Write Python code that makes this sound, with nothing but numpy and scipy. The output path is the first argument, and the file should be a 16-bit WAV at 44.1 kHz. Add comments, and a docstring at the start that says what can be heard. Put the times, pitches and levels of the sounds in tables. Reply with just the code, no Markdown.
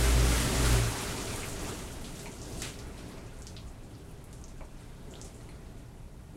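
"""A pump drones under hissing water jets: a commercial dish machine, heard just outside its steel door.
The wash ends. The pump runs down, the jets collapse and the spray arm coasts. Water drains off the
racks in a few gushes, while single drops strike steel and water and echo in the resonant cabinet.
A low room rumble, steady air noise and a faint hum lie underneath."""
import sys
import numpy as np
from scipy import signal
from scipy.fft import rfft, irfft
from scipy.io import wavfile

SR = 44100
rng = np.random.default_rng(int(sys.argv[2]) if len(sys.argv) > 2 else 0)


def dump_mix(stems):
    """Bounce the given channels to the path in sys.argv[1] as a 16-bit WAV at rate SR."""
    frames = np.atleast_2d(stems).T  # one column per channel
    limited = np.clip(frames, -1, 1)  # hard clip at full scale
    pcm = np.round(limited * 32767).astype(np.int16)
    wavfile.write(sys.argv[1], SR, pcm)


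N = 280476
TIME = np.arange(N) / SR
BINS = np.fft.rfftfreq(N, 1 / SR)

# The running pump. Each row: time in seconds, relative levels of shaft throb and motor drone in dB.
PUMP_LEVELS = [(0.0, -27.5, -30.5), (0.12, -25.5, -44), (0.154, -23.5, -31), (0.35, -28, -40.5),
               (0.482, -38, -34), (0.56, -31.5, -40.5), (0.756, -26.5, -27.5), (0.9, -41, -33.5)]
THROB_HZ, DRONE_HZ, SLOWS_AT_S, SAG_PER_S, PUMP_FADE_DB_PER_S = 58.2, 123.5, 0.63, 0.4, 284

# Spectra of the three sounds of water. Each row: frequency in Hz, relative density in dB.
CHURN_SPECTRUM = [(60, -14), (130, 3), (200, -1), (330, -6), (560, -8.5), (800, -14), (1300, -24),
                  (3000, -41), (8000, -84)]
SPLASH_SPECTRUM = [(300, -6), (650, -5), (1000, -2), (1600, -1), (2600, -2.5), (3800, -5.5), (6000, -9),
                   (13000, -61)]
SPRAY_SPECTRUM = [(1200, -33), (2800, -3), (4200, -2.5), (5500, -1), (7000, 0.5), (9000, 0), (11200, -3.5),
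                  (13000, -10.5), (15800, -15.5)]
# Each of the three is fed by the jets, then by run-off from the racks, last by a trickle.
CHURN_FLOW = dict(jets_db=-36, runoff_db=-40, runoff_db_per_s=7,
                  trickle_db=-50, trickle_db_per_s=1.5, sweep_db=0)
SPLASH_FLOW = dict(jets_db=-36.5, runoff_db=-37.5, runoff_db_per_s=14.5,
                   trickle_db=-57, trickle_db_per_s=2.14, sweep_db=0.93)
SPRAY_FLOW = dict(jets_db=-38.5, runoff_db=-39.5, runoff_db_per_s=9,
                  trickle_db=-66, trickle_db_per_s=1.03, sweep_db=1.2)
JETS_OFF_S, JETS_FADE_DB_PER_S = 0.77, 76
SWEEP_AT_S, SWEEPS_PER_S, COAST_S, DEEPENS_PER_S = 0.022, 2.957, 6.9, 0.28
# Gushes into the tank, the first from the pump's last push. Each row: centre in seconds,
# Gaussian half width in seconds, levels of churn, splash and spray in dB.
GUSHES = [(0.744, 0.023, -41, -40.5, -45), (1.28, 0.2, -45, -49, -50), (1.673, 0.078, -42, -45.5, -50),
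          (2.566, 0.11, -45, -61, -51), (3.01, 0.25, -51, -58, -80), (4.86, 0.091, -62, -64, -64),
          (5.16, 0.11, -50, -65, -62), (5.52, 0.26, -55, -65.5, -66)]

# Single drops. Each row: start in seconds, relative level in dB, pitch in Hz, ring time in cycles,
# energy of the spatter relative to the first tick in dB.
DROPS = [(1.361, -39, 10000, 0.42, 0), (1.432, -37, 2390, 0.8, 4), (1.876, -44, 3140, 1, 17),
         (2.044, -42.5, 4300, 0.34, 12), (2.19, -39, 6350, 0.25, 20), (2.417, -41.5, 6460, 0.62, 5),
         (2.789, -43, 5600, 0.45, 8), (2.976, -48, 4100, 0.66, 15), (3.389, -58, 9700, 1, -12),
         (3.421, -46, 6860, .6, 0), (3.469, -40, 5900, 0.45, 3.5), (3.566, -40.5, 3930, 0.48, 8),
         (4.2421, -51, 11100, 0.47, 2), (4.329, -48, 7500, 0.29, 5), (4.4406, -45, 6300, 1, -1),
         (4.481, -49.5, 6400, 0.4, 12), (5.111, -49, 7240, 2, 8), (5.1386, -48.5, 3050, 1, -5),
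         (5.154, -47, 3630, 0.81, 8), (5.2147, -40.5, 6700, 0.7, 2), (5.2455, -43.5, 7300, 0.38, 13),
         (5.342, -50.5, 7800, 0.66, 22)]
SPATTER_T60_S, SPATTER_LENGTHENS = 0.14, 0.51  # the more a drop spatters, the longer it takes to die
DRAINED_S, STRAYS_PER_S, STRAY_DB, STRAY_LOW_HZ, STRAY_HIGH_HZ = 5.6, 1.7, -57, 4000, 12500
# Heavy drops on sheet steel. Each row: start in seconds, relative level in dB, peak of the blow in Hz.
KNOCKS = [(2.258, -37, 1500), (3.121, -55, 2400), (3.172, -46.5, 1300), (4.608, -38.5, 676),
          (5.49, -48.5, 3680)]
# Modes of that sheet. Each row: frequency in Hz, relative level in dB, ring time in cycles.
SHEET_MODES = [(620, -1.5, 1.1), (932, 2, 1.3), (2310, 0, 1.1), (4200, -5, 3), (9450, -1, 1.3)]
BLOW_DB_PER_OCTAVE_SQUARED = 3
# Spray from one slop of water. Each row: frequency in Hz, relative density in dB.
BURST_SPECTRUM = [(300, -20), (900, -3), (1600, -1), (2800, 2.5), (5000, -3.5), (8000, -2.5),
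                  (11000, -11.5), (15800, -18)]
SLOP_S, CRACK_DB, CRACK_HZ = 2.6192, -33.5, 7300
BURST_DB, BURST_HOLD_S, BURST_FADE_DB_PER_S = -36.5, 0.032, 158
# The tone of all drips, dull in the highest treble. Each row: frequency in Hz, gain in dB.
DRIP_RESPONSE = [(200, -2), (700, -3.5), (6000, -4), (11000, -2), (13000, -10.0), (15800, -13)]
# Resonances and dips of the steel cabinet. Each row: frequency in Hz, width in Hz, gain in dB.
CABINET_RESONANCES = [(145.4, 29, -10.5), (193, 26, 0), (252, 15, 4), (295.4, 11, 8), (397, 54, 7),
                      (503, 13, -3), (653, 14, 5.5), (1333, 66, 3), (1980, 260, 1.5)]

# Spectra of the room's rumble and air. Each row: frequency in Hz, relative density in dB.
RUMBLE_SPECTRUM = [(8, -23), (18, 8.5), (27, 13.5), (42, 4.5), (62, 10), (85, 1.5), (120, 5), (170, 0),
                   (300, -16.5), (2000, -75)]
AIR_SPECTRUM = [(200, 6.5), (500, -5.5), (850, -1.5), (1300, -10), (2200, -13.5), (4500, -17.5),
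                (9000, -16), (11500, -18), (13000, -23), (15800, -29)]
RUMBLE_DB, AIR_DB, HUM_HZ, HUM_DB = -49, -59.5, 111.1, -60.5
CUTOFF_HZ = 15850


def pump():
    """Pitch follows rotation: throb and drone swell as the pump gulps water, and sag as it slows."""
    throb_db, drone_db = curves(PUMP_LEVELS)
    speed = np.exp(-SAG_PER_S * elapsed(SLOWS_AT_S))
    fade = gain_of(-PUMP_FADE_DB_PER_S * elapsed(PUMP_LEVELS[-1][0]))
    out = np.zeros(N)
    for hz, db in (THROB_HZ, throb_db + 0.5), (DRONE_HZ, drone_db - 0.5):
        pitch_hz = hz * speed * (1 + 0.0095 * wander(rate_hz=11))
        out += np.sqrt(2) * gain_of(db) * np.sin(2 * np.pi * np.cumsum(pitch_hz) / SR)
    return fade * out


def water(churn_db, splash_db, spray_db):
    """Dense impacts merge into noise; separate bubbles and droplets stand out as the flow thins."""
    bubbles = patter(587.6, 4510, per_s=800, cycles=2.1, spread_db=1.5, echo_db=10, echo_t60=0.25)
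    droplets = patter(2840, 14000, per_s=700, cycles=0.57, spread_db=5.5, echo_db=11.5, echo_t60=0.19)
    drop_share = np.clip((-32 - spray_db) / 40, 0.1, 0.5)  # of the power
    out = noise(CHURN_SPECTRUM) * gain_of(churn_db)
    for drops, spectrum, db in (bubbles, SPLASH_SPECTRUM, splash_db), (droplets, SPRAY_SPECTRUM, spray_db):
        blend = np.sqrt(drop_share) * drops + np.sqrt(1 - drop_share) * rng.standard_normal(N)
        out += unit_rms(coloured(blend, spectrum)) * gain_of(db)
    return out


def water_levels():
    """Incoherent sources add in power: flow and gushes give the dB levels of churn, splash and spray."""
    levels = np.array([flow(**feed) for feed in (CHURN_FLOW, SPLASH_FLOW, SPRAY_FLOW)])
    for s, half_width, *gush_db in GUSHES:
        swell = np.exp(-0.5 * ((TIME - s) / half_width) ** 2)
        levels = np.hypot(levels, np.outer(gain_of(gush_db), swell))
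    return 20 * np.log10(levels)


def flow(jets_db, runoff_db, runoff_db_per_s, trickle_db, trickle_db_per_s, sweep_db):
    """Three supplies decay exponentially; the coasting arm modulates the amplitude of the first two."""
    since = elapsed(JETS_OFF_S)
    sweeps = np.cumsum(SWEEPS_PER_S * np.exp(-since / COAST_S)) / SR - SWEEP_AT_S * SWEEPS_PER_S
    depth_db = sweep_db * (1 + DEEPENS_PER_S * since)  # a thinner flow comes more in spurts
    swell_db = depth_db * np.cos(2 * np.pi * sweeps)
    supplies_db = [jets_db + swell_db - JETS_FADE_DB_PER_S * since,
                   runoff_db + swell_db - runoff_db_per_s * since,
                   trickle_db - trickle_db_per_s * since]
    return np.linalg.norm(gain_of(supplies_db), axis=0)


def patter(low_hz, high_hz, per_s, cycles, spread_db, echo_db, echo_t60, spots=40):
    """Shot noise: droplets land at random, each spot with its own pitch and echo between the walls."""
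    out = np.zeros(N)
    for hz in np.geomspace(low_hz, high_hz, spots):
        response = signal.fftconvolve(scatter(echo_db, echo_t60), ping(hz, cycles))
        when, size, chance = rng.random((1000, 3)).T
        lands = chance < per_s / spots * N / SR / len(chance)
        size_db = spread_db * np.minimum(-np.log(size[lands]), 4)
        hits = np.zeros(N)
        hits[(when[lands] * N).astype(int)] = gain_of(size_db)
        out += signal.oaconvolve(hits, response)[:N]
    return unit_rms(out)


def drips():
    """Superposition of what falls from the racks: the slop, single drops, knocks and faint strays."""
    out = slop()
    for s, *row in DROPS:
        add(out, s, drop(*row))
    for s, *row in KNOCKS:
        add(out, s, knock(*row))
    for when, pitch in rng.random((round(STRAYS_PER_S * DRAINED_S), 2)):
        hz = STRAY_LOW_HZ * (STRAY_HIGH_HZ / STRAY_LOW_HZ) ** pitch
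        add(out, when * DRAINED_S, drop(STRAY_DB, hz, cycles=0.76, spatter_db=0))
    return coloured(out, DRIP_RESPONSE)


def drop(db, hz, cycles, spatter_db):
    """Impulse excitation: a drop ticks on steel or water, then spatters and echoes."""
    t60 = SPATTER_T60_S * gain_of(SPATTER_LENGTHENS * spatter_db)
    return impact(db, ping(hz, cycles), spatter_db, t60)


def knock(db, blow_hz):
    """Modal response: a heavy drop best excites the sheet's modes near the spectral peak of its blow."""
    ring = 0
    for hz, mode_db, cycles in SHEET_MODES:
        falloff_db = BLOW_DB_PER_OCTAVE_SQUARED * np.log2(hz / blow_hz) ** 2
        ring += gain_of(mode_db - falloff_db) * ping(hz, cycles)
    return impact(db, ring / np.linalg.norm(ring), tail_db=6.5, t60=0.19)


def slop():
    """Impact breaks up a mass of water: a crack on steel, and spray that holds briefly and decays."""
    fade_db = BURST_FADE_DB_PER_S * elapsed(SLOP_S + BURST_HOLD_S)
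    out = noise(BURST_SPECTRUM) * gain_of(BURST_DB - fade_db) * (TIME >= SLOP_S)
    add(out, SLOP_S, impact(CRACK_DB, ping(CRACK_HZ, cycles=0.36), tail_db=12, t60=0.03))
    return out


def impact(db, ring, tail_db, t60):
    """Convolution: a blow and its tail excite the ring; db counts the energy as if spread over 10 ms."""
    return gain_of(db) * np.sqrt(SR / 100) * signal.fftconvolve(scatter(tail_db, t60), ring)


def ping(hz, cycles):
    """A damped oscillation of unit energy, whose envelope peaks after the given cycles."""
    turns = hz * np.arange(2048) / SR
    ring = np.sin(2 * np.pi * turns) * turns * np.exp(-turns / cycles)
    return ring / np.linalg.norm(ring)


def scatter(tail_db, t60):
    """An impulse and a diffuse tail that falls 60 dB in t60 seconds, of unit energy in all."""
    t = np.arange(SR // 3) / SR
    response = rng.standard_normal(len(t)) * np.exp(-np.log(1000) * t / max(t60, 0.02))
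    response *= gain_of(tail_db) / np.linalg.norm(response)
    response[0] = 1
    return response / np.linalg.norm(response)


def cabinet(x):
    """Resonance of an enclosure: the steel box lifts some narrow bands and weakens others."""
    lift_db = sum(db / (1 + (2 * (BINS - hz) / width) ** 2) for hz, width, db in CABINET_RESONANCES)
    return irfft(rfft(x) * gain_of(lift_db), N)


def room(churn_db):
    """The noise floor: steady air, a rumble heavier while water pounds the tank, and a wavering hum."""
    air = noise(AIR_SPECTRUM) * gain_of(AIR_DB)
    rumble = noise(RUMBLE_SPECTRUM) * (gain_of(RUMBLE_DB) + gain_of(churn_db - 5))
    hum_db = HUM_DB + 3 * wander(rate_hz=4)
    hum_phase = 2 * np.pi * HUM_HZ * TIME + 0.96 * wander(rate_hz=2.5)
    return air + rumble + np.sqrt(2) * gain_of(hum_db) * np.sin(hum_phase)


def gain_of(db):
    """Decibels as an amplitude ratio."""
    return 10 ** (np.asarray(db) / 20)


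def unit_rms(x):
    """Normalisation to an rms of one."""
    return x / np.sqrt(np.mean(x ** 2) + 1e-20)


def elapsed(s):
    """Seconds since time s, zero before it."""
    return np.maximum(TIME - s, 0)


def curves(rows):
    """Linear interpolation of a table's columns in time."""
    s, *columns = np.transpose(rows)
    return [np.interp(TIME, s, column) for column in columns]


def coloured(x, points):
    """Linear filtering by a curve of (Hz, dB) points, joined in log frequency."""
    hz, db = np.transpose(points)
    return irfft(rfft(x) * gain_of(np.interp(np.log(BINS + 1), np.log(hz), db)), N)


def noise(spectrum):
    """Gaussian noise of the given spectrum and unit rms."""
    return unit_rms(coloured(rng.standard_normal(N), spectrum))


def wander(rate_hz):
    """Slow fluctuation: low-passed noise of unit rms."""
    return unit_rms(irfft(rfft(rng.standard_normal(N)) / (1 + (BINS / rate_hz) ** 4), N))


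def add(mix, s, sound):
    """Superposes a sound on the mix from time s."""
    part = mix[round(s * SR):][:len(sound)]
    part += sound[:len(part)]


def scene():
    """Pressures add: pump, room and the water in the cabinet, alike in both channels."""
    churn_db, splash_db, spray_db = water_levels()
    mono = pump() + room(churn_db) + cabinet(water(churn_db, splash_db, spray_db) + drips())
    return np.array([mono, mono])


def record(dry):
    """Band limiting: a steep low-pass filter removes the highest treble."""
    lowpass = signal.firwin(1023, CUTOFF_HZ, window=("kaiser", 9), fs=SR)
    return signal.oaconvolve(dry, lowpass[None], "same")


dry = scene()
out = record(dry)
dump_mix(out)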